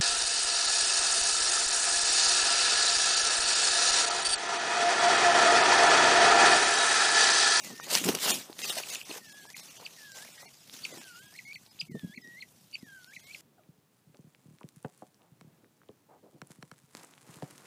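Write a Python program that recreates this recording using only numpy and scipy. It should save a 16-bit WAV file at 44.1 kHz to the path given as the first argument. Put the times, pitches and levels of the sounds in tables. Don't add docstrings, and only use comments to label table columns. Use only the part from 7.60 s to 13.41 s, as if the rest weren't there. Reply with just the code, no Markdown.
import sys
import numpy as np
from scipy import signal
from scipy.fft import dct
from scipy.io import wavfile
from scipy.ndimage import uniform_filter1d

SR = 44100
rng = np.random.default_rng(int(sys.argv[2]) if len(sys.argv) > 2 else 0)


def materialize(psi):
    bounded = np.clip(np.atleast_2d(psi).T, -1, 1)
    quanta = np.round(bounded * 32767).astype(np.int16)
    wavfile.write(sys.argv[1], SR, quanta)


def nominal_scale(level):
    x = np.asarray(level, float) / 20
    return 10 ** x


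N = 256220


def evened(x):
    return x / np.sqrt(np.mean(x ** 2) + 1e-20)


def smoothed_twice(x, size):
    return uniform_filter1d(uniform_filter1d(x, size), size)


def add(mix, s, sound):
    part = mix[round(s * SR):][:len(sound)]
    part += sound[:len(part)]


def events(source, table):
    track = np.zeros(N)
    for row in table:
        add(track, *source(*row))
    return track


def coloured(x, points):
    f, db = np.transpose(points)
    hz = np.abs(np.fft.fftfreq(4096, 1 / SR))
    log_gain = np.log(nominal_scale(np.interp(np.log(hz + 1), np.log(f), db)))
    taps = np.fft.ifft(np.exp(np.conj(signal.hilbert(log_gain)))).real[:2048]
    return evened(signal.oaconvolve(x, taps)[:N])


def flicker(ms, depth_db):
    slow = smoothed_twice(rng.standard_normal(N), int(ms * SR / 1000) + 1)
    return nominal_scale(depth_db * evened(slow))


def strokes(rows):
    t = np.arange(0, N + 64, 32) / SR
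    power = np.zeros(len(t))
    for s, db, rise_s, fall_s in rows:
        drop_db = 20 * np.maximum((s - t) / rise_s, (t - s) / fall_s)
        power += nominal_scale(2 * (db - drop_db))
    return np.interp(np.arange(N) / SR, t, power)


def rustle(power, colour, per_s, spread_db, crackle_db, ms, depth_db):
    smooth = rng.standard_normal(N)
    struck = rng.random(N) < per_s / SR
    size = rng.exponential(1, N)
    crackle = np.sign(smooth) * struck * nominal_scale(spread_db * np.minimum(size, 2.6))
    decay = signal.lfilter([1], [1, -np.exp(-1000 / SR / 2.5)], np.abs(crackle))
    crackle = crackle + 0.5 * smooth * decay
    drive = (smooth + nominal_scale(crackle_db) * evened(crackle)) * flicker(ms, depth_db)
    return np.sqrt(power) * coloured(drive, colour)


def leg_power():
    # (time of peak [s], peak level [dB], rise [s], fall [s])
    sweeps = [(.05, -44.5, 0.14, 0.21), (.24, -46, 0.083, 0.082), (.305, -33.5, 0.017, 0.42),
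              (.352, -24, 0.053, 0.06), (.443, -29.5, 0.0044, 0.042), (.495, -29.5, 0.04, 0.029),
              (.551, -27.5, 0.0038, 0.0081), (.635, -33.5, 0.06, 0.095), (.695, -22.5, 0.087, 0.1),
              (.82, -67, .05, 0.75), (.992, -42.5, .012, 0.061), (1.045, -34, 0.06, 0.16),
              (1.09, -35, 0.11, 0.14), (1.187, -32.5, 0.043, 0.04), (1.291, -38, .012, 0.12),
              (1.35, -40, 0.27, 0.084), (1.5, -44.5, 0.033, 0.13), (1.58, -45, 0.33, 0.026),
              (1.64, -55.5, 0.028, 3.2), (1.97, -51, 0.029, 0.18), (2.05, -51.5, 0.082, 0.23),
              (2.43, -58.5, 0.89, 0.065), (2.57, -48.5, 0.059, .24), (2.82, -55.5, 0.9, .09),
              (3.13, -50.5, 0.034, 0.91), (3.42, -53.5, 0.78, 0.087), (3.75, -60, 0.54, 0.23),
              (4.22, -67.5, 0.04, 0.06), (5.81, -56, 0.68, .8)]
    return strokes(sweeps)


def patchy(x, depth_db):
    z = signal.stft(x, nperseg=512)[2]
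    field = uniform_filter1d(uniform_filter1d(rng.standard_normal(z.shape), 9, 0), 6, 1)
    gain = nominal_scale(depth_db * evened(field) - 0.115 * depth_db ** 2)
    return signal.istft(z * gain, nperseg=512)[1][:N]


def leaf_hiss(legs):
    # (frequency [Hz], level [dB per Hz])
    leaf_colour = [(710, -32), (1200, -9.5), (2500, -3), (2720, -1.5), (3300, -2.5), (5990, -2), (8250, -5),
                   (14700, -12), (15300, -14)]
    # (frequency [Hz], level [dB per Hz])
    tip_colour = [(2500, -29), (4300, -11), (5200, -2.5), (6200, 0), (7200, -4), (9000, -21.5)]
    still_db, tip_ceiling_db = -68.5, -48
    leaves = nominal_scale(1.5) * rustle(legs + nominal_scale(2 * still_db), leaf_colour, per_s=790, spread_db=8.0,
                               crackle_db=-4.5, ms=6.7, depth_db=1.0)
    tip_power = np.minimum(legs, nominal_scale(2 * tip_ceiling_db))
    tips = nominal_scale(-7.5) * rustle(tip_power, tip_colour, per_s=230, spread_db=5.0,
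                              crackle_db=-2.5, ms=9, depth_db=2.0)
    return patchy(leaves + tips, depth_db=2.5)


def stem_crunch(legs):
    # (time of peak [s], peak level [dB], rise [s], fall [s])
    crunches = [(.13, -52.5, 0.66, 0.031), (.21, -52.5, 0.076, 0.22), (.36, -32, 0.083, 0.033),
                (.48, -31, 0.046, 0.12), (.69, -43, 0.16, 0.11), (.9, -51, 0.093, 0.076),
                (1.18, -36, 0.028, 0.051), (1.52, -49.5, 0.077, 0.037), (1.57, -46, 0.11, 0.033),
                (1.86, -58.5, 0.11, 0.041), (2.2, -52.5, 0.034, 0.14), (2.57, -53.5, 0.043, 0.2),
                (2.86, -60, 0.14, 0.069), (3.33, -51.5, 0.059, 0.14), (4.1, -74, 2.1, 3.8),
                (4.352, -62, 0.0066, 0.01)]
    # (frequency [Hz], level [dB per Hz])
    stem_colour = [(200, -28.5), (400, -2), (650, 0), (1000, -2.5), (1600, -10), (3000, -25)]
    leg_share_db = -10.5
    power = strokes(crunches) + legs * nominal_scale(2 * leg_share_db)
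    return nominal_scale(-1.5) * rustle(power, stem_colour, per_s=160, spread_db=5.0,
                              crackle_db=-4.5, ms=6.4, depth_db=2.5)


def snap(s, db, hz):
    ring_ms, tick_ms, shake_ms = 0.75, 0.14, 3.6
    ms = np.arange(900) * 1000 / SR
    grit = np.diff(rng.standard_normal(901)) / 2.2
    ring = np.sin(2 * np.pi * hz * ms / 1000) * np.exp(-2 * ms / ring_ms)
    grit_gain = 0.42 * np.exp(-ms / tick_ms) + 0.14 * np.exp(-ms / shake_ms)
    return s, 0.76 * nominal_scale(db) * (ring + grit * grit_gain)


def stem_snaps():
    # (time [s], peak level [dB], centre [Hz])
    snaps = [(0.0466, -25, 6950), (0.178, -32.5, 4010), (0.2864, -28, 2590), (0.303, -18, 6000),
             (0.3082, -20, 2720), (0.3525, -0.5, 5800), (0.359, -12, 5500), (0.4407, -15.5, 2600),
             (0.447, -19, 5000), (0.4891, -8.5, 2800), (0.526, -19.5, 1700), (0.532, -34, 1700),
             (0.5505, -22, 6500), (0.555, -18, 4000), (0.571, -23, 3280), (0.588, -20, 2900),
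             (0.6135, -24, 2720), (0.632, -17, 4650), (0.708, -7, 6000), (0.9053, -36, 4700),
             (0.929, -27, 4190), (0.9855, -35, 6040), (0.991, -21, 3500), (1.0179, -21, 3580),
             (1.0552, -24, 7100), (1.088, -19.5, 5580), (1.1, -26, 6500), (1.125, -26, 3500),
             (1.169, -31.5, 3000), (1.177, -22, 4880), (1.187, -19.5, 5960), (1.2711, -31, 2640),
             (1.287, -29, 6300), (1.492, -39, 4380),
             (1.9025, -28.5, 5100), (1.9661, -27, 2700), (1.969, -26, 6850), (1.988, -36, 5000),
             (2.058, -34, 5700), (2.519, -29.5, 5560), (2.564, -32, 5900), (2.551, -40, 5000),
             (2.6076, -34, 6250), (2.63, -37, 4000), (3.087, -44, 4200), (3.097, -28, 3770),
             (3.1419, -31, 3650), (3.375, -32, 2500), (3.4152, -33.5, 1900), (3.442, -32, 4200),
             (3.7403, -34, 5400), (3.932, -32, 4540), (4.064, -36, 4300), (4.253, -38, 3130),
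             (4.395, -33, 3490), (4.675, -38, 5550), (5.114, -40.5, 6000), (5.445, -31.5, 4350)]
    return events(snap, snaps)


def grip_rub(legs):
    # (time of peak [s], peak level [dB], rise [s], fall [s])
    jolts = [(.07, -46.5, 0.12, 0.3), (.25, -42.5, .05, 0.089), (.36, -36, 0.08, .02),
             (.42, -42, 0.022, .1), (.5, -25.5, 0.11, 0.019), (.56, -36, 0.076, 0.03),
             (.71, -29, 0.056, 0.1), (1.03, -44.5, 0.068, 0.12), (1.6, -58.5, 0.22, 1),
             (2.22, -58, 0.066, 0.051), (2.83, -64.5, 1.3, 0.2), (3.14, -57.5, 0.099, 0.49),
             (3.38, -54.5, 0.42, 0.085), (4.24, -69, 0.054, 0.017), (4.3, -41, .02, .07),
             (4.36, -36, 0.044, 0.019), (4.45, -43.5, 0.034, 0.029), (4.58, -52.5, 0.034, 0.073),
             (4.68, -54, 0.17, 0.024), (4.98, -61.5, 0.38, 0.15), (5.232, -50.5, .02, 0.057),
             (5.81, -56, 0.11, .2)]
    # (frequency [Hz], level [dB per Hz])
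    grip_colour = [(30, -42), (80, -20.5), (150, 0.5), (250, 2.5), (400, -4.5), (700, -20), (1500, -65.5)]
    leg_share_db = -15.5
    power = strokes(jolts) + legs * nominal_scale(2 * leg_share_db)
    return nominal_scale(-5.0) * rustle(power, grip_colour, per_s=75, spread_db=4.5,
                              crackle_db=-6.5, ms=79, depth_db=2.5)


def thud(s, db, hz, t60):
    t = np.arange(3000) / SR
    attack = 1 - np.exp(-t * hz / 0.39)
    return s, 1.54 * nominal_scale(db - 60 * t / t60) * attack * np.sin(2 * np.pi * hz * t)


def housing_thuds():
    # (time [s], peak level [dB], pitch [Hz], t60 [s])
    thuds = [(0.199, -21.5, 1230, 0.0038), (0.414, -27.5, 291, 0.049), (0.487, -24.5, 400, 0.051),
             (0.524, -42, 350, 0.025), (0.546, -32, 394, 0.037), (0.898, -33.5, 322, 0.021),
             (1.169, -28.5, 694, 0.014), (1.494, -38, 313, 0.046), (1.511, -31.5, 353, 0.02),
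             (1.561, -36.5, 490, 0.015), (1.583, -43, 850, 0.017), (1.853, -38, 910, 0.0078),
             (2.2, -40, 610, 0.0098), (2.222, -39.5, 500, 0.01), (2.227, -41, 980, 0.0072),
             (3.415, -47, 900, 0.01), (3.324, -42.5, 514, 0.033), (3.372, -40.5, 342, 0.028),
             (4.225, -44.5, 155, 0.071), (4.295, -33, 248, 0.028), (4.315, -32, 167, 0.03),
             (4.346, -27, 190, 0.025), (4.352, -25, 380, 0.01), (4.36, -38, 158, 0.06),
             (4.433, -31, 210, 0.043), (4.444, -25, 190, 0.043), (4.473, -42, 222, 0.042),
             (4.495, -40.5, 196, 0.048), (4.576, -37.5, 230, 0.041), (5.229, -33, 230, 0.026)]
    return events(thud, thuds)


def voice(hz, db, overtone_db):
    # (frequency [Hz], level re fundamental [dB])
    overtones = [(2600, -16), (3400, -7), (3850, -21.5), (4400, -13.5), (5000, -24), (5700, -16.5),
                 (7500, -17), (12000, -48)]
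    phase = 2 * np.pi * (np.cumsum(hz) / SR + rng.random())
    f, re_db = np.transpose(overtones)
    over = 0
    for k in (2, 3):
        over = over + nominal_scale(np.interp(k * hz, f, re_db) - 2.8 * (k - 3.5)) * np.sin(k * phase)
    return np.sqrt(2) * nominal_scale(db) * (np.sin(phase) + nominal_scale(overtone_db) * over)


def note(rows, bright_db):
    s, hz, db = np.transpose(rows)
    t = np.arange(s[0], s[-1], 1 / SR)
    waver = smoothed_twice(rng.standard_normal((3, SR)), 250)[:, :len(t)]
    glide_hz = uniform_filter1d(np.interp(t, s, hz), 300, mode="nearest")
    glide_hz = glide_hz * (1 + 0.007 * evened(waver[0]))
    level_db = np.interp(t, s, db) + 1.7 * evened(waver[1])
    sound = voice(glide_hz, level_db, bright_db + 3.5 * evened(waver[2]))
    fade = np.clip(np.minimum(t - s[0], s[-1] - t) / 0.0021, 0, 1)
    return s[0], sound * fade


def flip(s, land_db, arch_db, arch_hz, tail_ms):
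    # (time [ms], share of the way from landing to arch [1])
    arch = [(-25, -0.1), (-21, 0.55), (-17, .93), (-10, 1), (-5.5, .9), (-3, .55), (-0.5, 0.08)]
    # (time [ms], level re arch [dB])
    arch_level = [(-23, -19), (-18.5, -16), (-13, -4), (-5, 1.5), (-5, -3), (-3.5, -11.5)]
    landing_hz, rest_hz, sink_ms = 2590, 1800, 3.6
    ms = np.arange(arch[0][0], 1.7 * tail_ms, 1000 / SR)
    share = uniform_filter1d(np.interp(ms, *np.transpose(arch)), 60, mode="nearest")
    sink_hz = (rest_hz - landing_hz) * (1 - np.exp(-np.maximum(ms, 0) / sink_ms))
    hz = landing_hz + share * (arch_hz - landing_hz) + sink_hz
    when, re_db = np.transpose(arch_level)
    peak = 0.24 * tail_ms - 1.2
    tail = [peak, peak + 0.4 * tail_ms + 1.1, peak + 0.8 * tail_ms + 1.5, 1.7 * tail_ms + 3]
    tail_db = [land_db + 2, land_db - 2.5, land_db - 14, land_db - 36]
    db = np.interp(ms, np.maximum.accumulate([*when, *tail]), [*(re_db + arch_db), *tail_db])
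    db = uniform_filter1d(db, 30, mode="nearest")
    return s + ms[0] / 1000, voice(hz, db, overtone_db=3.0 + 0.5 * (land_db + 30))


def quail():
    # (time [s], pitch [Hz], level [dB])
    long_notes = [
        [(0.02, 1923, -66), (0.082, 2026, -54), (0.126, 1797, -57), (0.234, 1845, -52.5), (0.29, 2100, -64)],
        [(1.605, 1874, -72), (1.615, 1860, -65), (1.68, 1752, -56.5), (1.71, 1647, -59), (1.78, 1700, -53),
         (1.856, 1608, -63.5), (1.896, 1725, -54.5), (1.912, 2085, -61), (1.92, 2200, -78)],
        [(2.358, 2025, -74), (2.378, 1865, -61), (2.398, 1755, -58), (2.448, 1714, -53), (2.508, 1595, -56.5),
         (2.604, 1553, -57.5), (2.642, 1780, -54), (2.66, 2560, -62)],
        [(3.305, 2055, -68), (3.33, 2030, -55), (3.375, 1800, -71), (3.43, 1642, -61), (3.548, 1360, -53),
         (3.632, 1630, -61), (3.716, 1636, -63), (3.75, 1820, -62), (3.767, 2370, -48)],
        [(4.275, 2290, -77), (4.288, 2240, -65.5), (4.35, 1815, -59), (4.384, 1820, -55), (4.426, 1667, -65.5),
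         (4.516, 1646, -61), (4.536, 1790, -54.5), (4.552, 2430, -48.5)],
        [(5.205, 2150, -72), (5.214, 2150, -66), (5.228, 1970, -70.5), (5.288, 1632, -54), (5.368, 1554, -53.5),
         (5.454, 1423, -65.5), (5.522, 1675, -56.5), (5.543, 2500, -50)],
    ]
    # (time [s], pitch [Hz], level [dB])
    short_notes = [
        [(2.765, 1980, -69), (2.785, 1925, -61), (2.815, 1887, -60), (2.847, 2130, -57)],
        [(3.85, 2160, -55.5), (3.89, 2197, -48), (3.918, 2280, -45), (3.928, 2440, -41)],
        [(4.62, 2000, -63), (4.648, 1884, -53.5), (4.76, 1916, -52), (4.797, 2190, -48)],
        [(5.625, 2085, -65), (5.657, 2140, -65), (5.713, 2310, -50), (5.722, 2760, -56)],
    ]
    bright = [-10, -11, -16, -4, -2, -14, -6.5, -9.5, -6, -6]
    # (time of landing [s], landing level [dB], arch level [dB], arch pitch [Hz], tail [ms])
    flips = [(1.043, -30.5, -51, 4560, 2.5), (1.236, -36, -46, 4660, 3.7), (1.356, -32.5, -60, 4500, 2.3),
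             (1.415, -36.5, -60, 4350, 2.1), (1.514, -37, -42, 4400, 2.6), (1.943, -44.5, -70, 4120, 11.6),
             (2.2644, -36, -41, 4750, 3.4), (2.678, -54, -66, 4100, 11), (2.876, -45, -51.5, 4420, 7.8),
             (3.252, -31, -37, 4650, 4.8), (3.788, -42, -51.5, 4280, 14), (3.9563, -43, -45, 4560, 12.3),
             (4.214, -33, -31.5, 4990, 3.4), (4.574, -43.5, -55.5, 4340, 13.7),
             (4.822, -42.5, -45.5, 4330, 15.5), (5.154, -34, -38, 4716, 4.1), (5.563, -43, -55.5, 4080, 13),
             (5.747, -39.5, -50, 4350, 6.5)]
    return events(note, zip([*long_notes, *short_notes], bright)) + events(flip, flips)


def peep(s, db, first_hz, last_hz, ms):
    hz = np.linspace(first_hz, last_hz, int(ms * SR / 1000))
    return s, voice(hz, db, overtone_db=-30) * signal.windows.tukey(len(hz), .6)


def far_bird():
    # (time [s], level [dB], first pitch [Hz], last pitch [Hz], length [ms])
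    peeps = [
        (2.964, -65, 5020, 4500, 26),
        (3.008, -60, 5200, 4850, 16),
        (3.542, -62, 5250, 4740, 22),
        (4.058, -62, 5390, 4740, 12),
        (4.105, -58.5, 5200, 4880, 21),
        (4.613, -59.5, 5230, 4900, 19),
        (5.182, -61, 5300, 4820, 25),
    ]
    return events(peep, peeps)


def foliage(x):
    t = np.arange(4000) / SR
    sparse = rng.standard_normal(4000) * (rng.random(4000) < .08)
    taps = sparse * nominal_scale(-60 * t / 0.088) * (t > .002)
    return signal.oaconvolve(x, taps / np.linalg.norm(taps))[:N]


def open_air():
    # (frequency [Hz], level [dB per Hz])
    air_colour = [(18, -65), (30, -16.5), (155, -0.5), (397, -14), (429, -17.5), (635, -15.5),
                  (1950, -26.5), (4370, -26), (4980, -23), (15300, -22)]
    return nominal_scale(-63) * coloured(rng.standard_normal(N) * flicker(ms=7.1, depth_db=2.5), air_colour)


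def scene():
    legs = leg_power()
    brush = leaf_hiss(legs) + stem_crunch(legs) + grip_rub(legs)
    sharp = stem_snaps() + housing_thuds() + quail() + far_bird()
    echo = nominal_scale(-15) * foliage(sharp)
    return (brush + sharp + echo + open_air())[None]


def starve(x):
    # (time of centre [s], length [ms], extra coarseness [dB])
    lapses = [(0.024, 30, 0.5), (0.222, 26, 1.5), (0.727, 30, 0.5), (1.033, 32, -0.5), (1.069, 23.2, 0),
              (1.111, 32, 0), (1.183, 35, -1.5), (1.313, 24, 0.5), (1.377, 25, -1), (1.442, 27, 0.5),
              (1.675, 24, 0), (1.709, 27, -0.5), (1.737, 22, -0.5), (1.826, 48, -2), (1.88, 22, -0.5),
              (1.945, 30, 4), (2.017, 30, 0), (2.095, 29, -1.5), (2.186, 25, -0.5), (2.535, 30, -0.5),
              (2.731, 32, -1.5), (2.784, 21, -1), (2.835, 29, -2.5), (2.871, 44, 2.5), (3.33, 27.5, -1),
              (3.395, 35, -1.5), (3.605, 32, -1), (3.672, 25, 0), (3.862, 43, -0.5), (3.971, 34, 0.5),
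              (4.096, 44, 1.5), (4.247, 27, -1.5), (4.298, 44, 3), (4.336, 35, 1), (4.567, 41, 0),
              (4.63, 31, 1.5), (5.144, 37, 0.5), (5.25, 26, -0.5), (5.49, 46, 0), (5.579, 33, 0),
              (5.62, 30, 0.5), (5.656, 31, 0)]
    step_db = 9.5
    out = x.copy()
    for s, ms, extra_db in lapses:
        size = int(ms * SR / 1000)
        start = max(round(s * SR) - size // 2, 0)
        window = np.sqrt(signal.windows.tukey(size, .7))
        block = out[start:start + size] * window
        lines = dct(block, norm="ortho")
        hz = np.arange(size) * SR / 2 / size
        local_db = uniform_filter1d(20 * np.log10(np.abs(lines) + 1e-9), size // 12) + 6.0
        uneven_db = 2.2 * np.repeat(rng.standard_normal(40), size // 40 + 1)[:size]
        tilt_db = 2.2 * hz / 10000 - 9.1 * ((hz > 14900) | (hz < 350))
        step = nominal_scale(local_db + uneven_db + step_db + extra_db + tilt_db)
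        kept = np.sign(lines) * step * np.floor(np.abs(lines) / step + 0.46)
        coarse = dct(kept + 0.095 * lines, type=3, norm="ortho")
        out[start:start + size] += window * (coarse - block)
    return out


def low_pass(x):
    return signal.sosfilt(signal.butter(12, 16480, fs=SR, output="sos"), x)


def record(dry):
    bass_cut = signal.butter(2, 95, "highpass", fs=SR, output="sos")
    band_limit = signal.firwin(301, 15350, fs=SR)
    x = signal.oaconvolve(signal.sosfilt(bass_cut, dry[0]), band_limit, "same")
    return low_pass(starve(x)[None])


dry = scene()
out = record(dry)
materialize(out)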